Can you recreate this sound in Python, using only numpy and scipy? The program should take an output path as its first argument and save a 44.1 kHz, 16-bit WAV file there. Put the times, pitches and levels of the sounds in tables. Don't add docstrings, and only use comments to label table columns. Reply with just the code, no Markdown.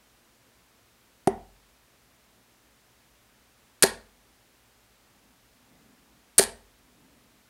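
import sys
import numpy as np
from scipy import signal
from scipy.fft import rfft, irfft
from scipy.io import wavfile

SR = 44100
rng = np.random.default_rng(int(sys.argv[2]) if len(sys.argv) > 2 else 0)


def transcribe(u):
    v = np.clip(np.atleast_2d(u).T, -1, 1)
    q = np.round(v * 32767).astype(np.int16)
    wavfile.write(sys.argv[1], SR, q)


N = 330377

# (time [s], board ring [dB], thump [dB], rough knock [dB],
# upper modes' tilt [dB/octave])
DART_STOPS = [(1.2743, -4, 9.5, 15.5, 1), (3.8380, -6.5, 12, 20.5, -3.5), (6.394, -5.5, -6.5, 17.5, -7)]
# (frequency [Hz], level [dB])
THUMP_SPECTRUM = [(30, -14), (100, -5.5), (260, 6), (400, -2.5), (700, -10), (1200, -29.5), (3000, -52),
                  (16000, -69.5)]
# (frequency [Hz], t60 [s])
ROOM_DECAY = [(47, 1.1), (90, 0.57), (220, 0.3935), (750, 0.39), (2000, 0.313), (4500, 0.2856),
              (9000, 0.27), (15000, 0.12)]


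def amp(db):
    return 10 ** (np.asarray(db) / 20)


def read(points, hz):
    f, value = np.transpose(points)
    return np.interp(np.log(hz + 1), np.log(f + 1), value)


def add(mix, start_s, sound):
    part = mix[round(start_s * SR):][:len(sound)]
    part += sound[:len(part)]


def noise(spectrum):
    gain = amp(read(spectrum, np.fft.rfftfreq(N, 1 / SR)))
    x = irfft(rfft(rng.standard_normal(N)) * gain, N)
    return x / x.std()


def click(spectrum, size=4096):
    log_gain = np.log(amp(read(spectrum, abs(np.fft.fftfreq(size, 1 / SR)))))
    minimum_phase = np.exp(np.conj(signal.hilbert(log_gain)))
    impulse = np.fft.ifft(minimum_phase).real[:size // 2]
    return np.pad(impulse, (0, SR - size // 2))


def ring(modes, tilt_db=0, above_hz=1000, uneven_db=0, detune=0):
    t = np.arange(SR) / SR
    hz, db, t60_s = np.transpose(modes)
    spot, grip = 2 * rng.random((2, len(hz))) - 1
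    db = db + tilt_db * np.log2(np.maximum(hz, above_hz) / above_hz) + uneven_db * spot
    hz = hz * (1 + detune * grip)
    decays = np.exp(-np.log(1000) * t / t60_s[:, None])
    sines = np.sin(2 * np.pi * hz[:, None] * t)
    return amp(db) @ (decays * sines)


def contact(decay_s, size=1024, count=5):
    fade = np.exp(-np.arange(size) / SR / decay_s)
    force = rng.standard_normal(size) * fade
    for _ in range(count):
        flat = irfft(np.exp(1j * np.angle(rfft(force))))
        force = flat * fade ** (1 / 4)
    return force / np.linalg.norm(force)


def swell(rise_s):
    return 1 - np.exp(-np.arange(SR) / SR / rise_s)


def radiate(x, corner_hz=105):
    return signal.sosfilt(signal.butter(2, corner_hz, "highpass", fs=SR, output="sos"), x)


def board():
    # (frequency [Hz], level [dB], t60 [s])
    board_modes = [(220, -18.5, 0.028), (264, -12, .026), (393.5, -4.5, .068), (521, -19, .03),
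                   (690, -1.5, 0.027), (736, -12, 0.027), (910, -32.5, 0.029), (1480, -32, 0.03),
                   (1870, -35, 0.035)]
    # (frequency [Hz], level [dB])
    knock_spectrum = [(60, -30.5), (250, -10.5), (500, 6), (800, 0.5), (1050, -15.5), (1500, -9.5),
                      (1950, -10.5), (2600, -19), (5000, -30), (16000, -54.5)]
    out = np.zeros(N)
    for s, ring_db, thump_db, knock_db, tilt_db in DART_STOPS:
        ringing = ring(board_modes, tilt_db, above_hz=400) * swell(rise_s=0.0013)
        knock = signal.fftconvolve(click(knock_spectrum), contact(decay_s=0.0046))
        add(out, s, amp(ring_db) * ringing)
        add(out, s, amp(thump_db) * click(THUMP_SPECTRUM))
        add(out, s, amp(knock_db) * knock)
    return radiate(out)


def points():
    # (time [s], hiss [dB], contact decay [s], push on the board [dB])
    pierces = [(1.273, -2.5, 0.006, 22.5), (3.8317, 10, 0.0013, 12.5), (6.396, 9.5, .0015, -1.5)]
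    # (frequency [Hz], level [dB])
    scrape_spectrum = [(200, -19.5), (1500, -5.5), (3500, -10), (5500, -1.5), (8000, -4.5), (9200, 4.5),
                       (10600, 0.5), (12000, -12), (16000, -18.5)]
    out = np.zeros(N)
    for s, hiss_db, decay_s, push_db in pierces:
        hiss = signal.fftconvolve(click(scrape_spectrum), contact(decay_s))
        add(out, s, amp(hiss_db) * hiss)
        add(out, s, amp(push_db) * click(THUMP_SPECTRUM))
    return radiate(out)


def darts():
    # (time [s], steel barrel [dB], plastic shaft and flight [dB], shaft's treble tilt [dB/octave])
    clashes = [(3.8244, 2, -8.5, 3), (3.8318, -15.5, 5, -3.5), (3.8363, -4, -4.5, 3), (6.3814, 0.5, -10, 4),
               (6.3843, 7.5, -6.5, 0), (6.3918, -5, -3, 0.5)]
    slide_delay_s, slide_decay_s, slide_db, slide_tilt_db = .0035, 0.0026, -7, 2
    out = np.zeros(N)
    for s, steel_db, plastic_db, tilt_db in clashes:
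        add(out, s, touch(steel_db, plastic_db, tilt_db))
        slide = signal.fftconvolve(plastic(slide_tilt_db), contact(slide_decay_s))
        add(out, s + slide_delay_s, amp(slide_db) * slide)
    return out


def rattle(count=7):
    # (start [s], quiver [dB], first tap [dB], tap fade [dB/s])
    rattles = [(3.842, 4, -27.5, 119.5), (6.4066, 0, -19, 148.5)]
    # (frequency [Hz], level [dB], t60 [s])
    quiver_modes = [(672, -28.5, .1), (800, -27.5, .1), (905, -28, .11), (1010, -33, .09)]
    tap_gap_s, tap_jitter_s, tap_uneven_db = 0.0051, 0.0017, 5
    plastic_over_steel_db, tap_tilt_db = 5.5, 0.5
    out = np.zeros(N)
    for s, quiver_db, first_db, fade_db_per_s in rattles:
        quiver = ring(quiver_modes, detune=.01) * swell(rise_s=.003)
        add(out, s, amp(quiver_db) * quiver)
        for k, (late, strong) in enumerate(2 * rng.random((count, 2)) - 1):
            db = first_db - fade_db_per_s * k * tap_gap_s + tap_uneven_db * strong
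            tap_s = s + k * tap_gap_s + tap_jitter_s * late
            add(out, tap_s, touch(db, db + plastic_over_steel_db, tap_tilt_db))
    return out


def touch(steel_db, plastic_db, tilt_db):
    steel_part = signal.fftconvolve(steel(), contact(decay_s=0.0011))
    plastic_part = signal.fftconvolve(plastic(tilt_db), contact(decay_s=.002))
    return amp(steel_db) * steel_part + amp(plastic_db) * plastic_part


def steel():
    # (frequency [Hz], level [dB], t60 [s])
    barrel_modes = [(8450, -16, 0.02), (8770, -14, .017), (9210, -11, 0.013), (9130, -12, 0.022),
                    (9740, -13.5, 0.016), (10170, -14.5, 0.019), (10960, -18, 0.013), (11410, -20, 0.0056)]
    # (frequency [Hz], level [dB])
    steel_spectrum = [(200, -30.5), (2000, -8), (6000, 4.5), (9000, 17), (11300, 13.5), (12500, 1),
                      (13700, -6), (16000, -10.5)]
    return ring(barrel_modes, uneven_db=0.5, detune=0.011) + click(steel_spectrum)


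def plastic(tilt_db, above_hz=1900):
    # (frequency [Hz], level [dB], t60 [s])
    shaft_modes = [(1735, -23.5, .032), (1865, -14.5, 0.02), (2500, -26.5, 0.0069), (3320, -31, 0.013),
                   (4120, -30.5, .014), (4420, -20.5, 0.017), (4630, -21, .013), (4870, -22, 0.015),
                   (6557, -26, .012), (7020, -25.5, 0.018), (7450, -24, 0.016)]
    # (frequency [Hz], level [dB])
    plastic_spectrum = [(60, -32), (300, -13.5), (900, 2), (1300, 2.5), (1900, 13.5), (3100, 7),
                        (4700, 14.5), (7000, 8), (11000, 6), (16000, -18)]
    colour = [(hz, db + tilt_db * np.log2(max(hz / above_hz, 1))) for hz, db in plastic_spectrum]
    return ring(shaft_modes, tilt_db, above_hz, uneven_db=2, detune=.025) + click(colour)


def boom():
    # (frequency [Hz], level [dB])
    room_modes = [(47, -42), (60, -53.5), (86, -40.5), (115, -50.5), (213, -35.5), (232, -32.5), (394, -37),
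                  (465, -40), (540, -41.5), (668, -35.5), (738, -42), (807, -46), (912, -45)]
    modes = [(hz, db, read(ROOM_DECAY, hz)) for hz, db in room_modes]
    waves = ring(modes) * swell(rise_s=0.0084)
    out = np.zeros(N)
    for s, ring_db, *_ in DART_STOPS:
        add(out, s, amp(ring_db) * waves)
    return out


def room(x, first_echo_s=.0045, build_s=.006):
    # (frequency [Hz], level [dB])
    room_gain = [(50, -28), (130, -12), (250, -12.5), (400, -19), (550, -9.5), (750, -12), (950, -6.5),
                 (1250, -10), (1800, -7.5), (4500, -13), (9000, -19), (15000, -15.5)]
    taps = rng.choice([-1., 1.], SR) * (rng.random(SR) < 5000 / SR)
    hz, t, bands = signal.stft(taps / taps.std(), SR, nperseg=512)
    t60_s = read(ROOM_DECAY, hz)[:, None]
    decay = np.exp(-np.log(1000) * t / t60_s)
    unit_energy = np.sqrt(2 * np.log(1000) / (t60_s * SR))
    bands = bands * amp(read(room_gain, hz))[:, None] * decay * unit_energy
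    tail = signal.istft(bands, SR, nperseg=512)[1][:SR] * swell(build_s)
    return signal.fftconvolve(x, np.pad(tail, (round(first_echo_s * SR), 0)))[:N]


def background():
    # (frequency [Hz], relative density [dB])
    hiss_spectrum = [(15, -50), (25, -18.5), (41, -3.5), (59, 1), (73, -2.5), (86, -19.5), (101, -2.5),
                     (119, -3), (133, -3), (148, -16.5), (173, -5), (240, -6.5), (289, -6.5), (1850, -11),
                     (15500, -21)]
    # (frequency [Hz], level [dB rms])
    hum_lines = [(56, -79.5), (117, -80.5), (232, -79.5), (262, -81.5)]
    # (middle [s], half width to 1/e [s], peak level [dB rms])
    rumbles = [(2.36, 0.064, -68.5), (5.25, 0.16, -67.5), (5.82, 0.19, -61), (6.14, .1, -66.5),
               (7.08, .25, -63)]
    # (frequency [Hz], relative level [dB])
    rumble_spectrum = [(30, -17), (110, -10), (190, 0.5), (260, 3.5), (380, -10.5), (600, -13),
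                       (1500, -20.5), (6000, -52)]
    hiss_db = -62.5
    t = np.arange(N) / SR
    drift_rad = np.cumsum(rng.standard_normal((len(hum_lines), N)), axis=1) * .02
    hum = np.zeros(N)
    for (hz, db), phase_rad in zip(hum_lines, drift_rad):
        hum += amp(db) * np.sqrt(2) * np.sin(2 * np.pi * hz * t + phase_rad)
    swells = sum(amp(db) * np.exp(-((t - s) / width_s) ** 2) for s, width_s, db in rumbles)
    return amp(hiss_db) * noise(hiss_spectrum) + hum + swells * noise(rumble_spectrum)


def scene():
    blows = board() + darts() + rattle()
    tips = points()
    echoes = room(blows + amp(-2.0) * tips)
    return (blows + tips + echoes + boom() + background())[None]


def record(dry):
    clip_level, edge_hz = .52, 15900
    fine = signal.resample_poly(dry, 4, 1, axis=1)
    clipped = signal.resample_poly(np.clip(fine, -clip_level, clip_level), 1, 4, axis=1)
    lowpass = signal.firwin(255, edge_hz, window=("kaiser", 9), fs=SR)
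    return signal.oaconvolve(clipped, lowpass[None], "same")


dry = scene()
out = record(dry)
transcribe(out)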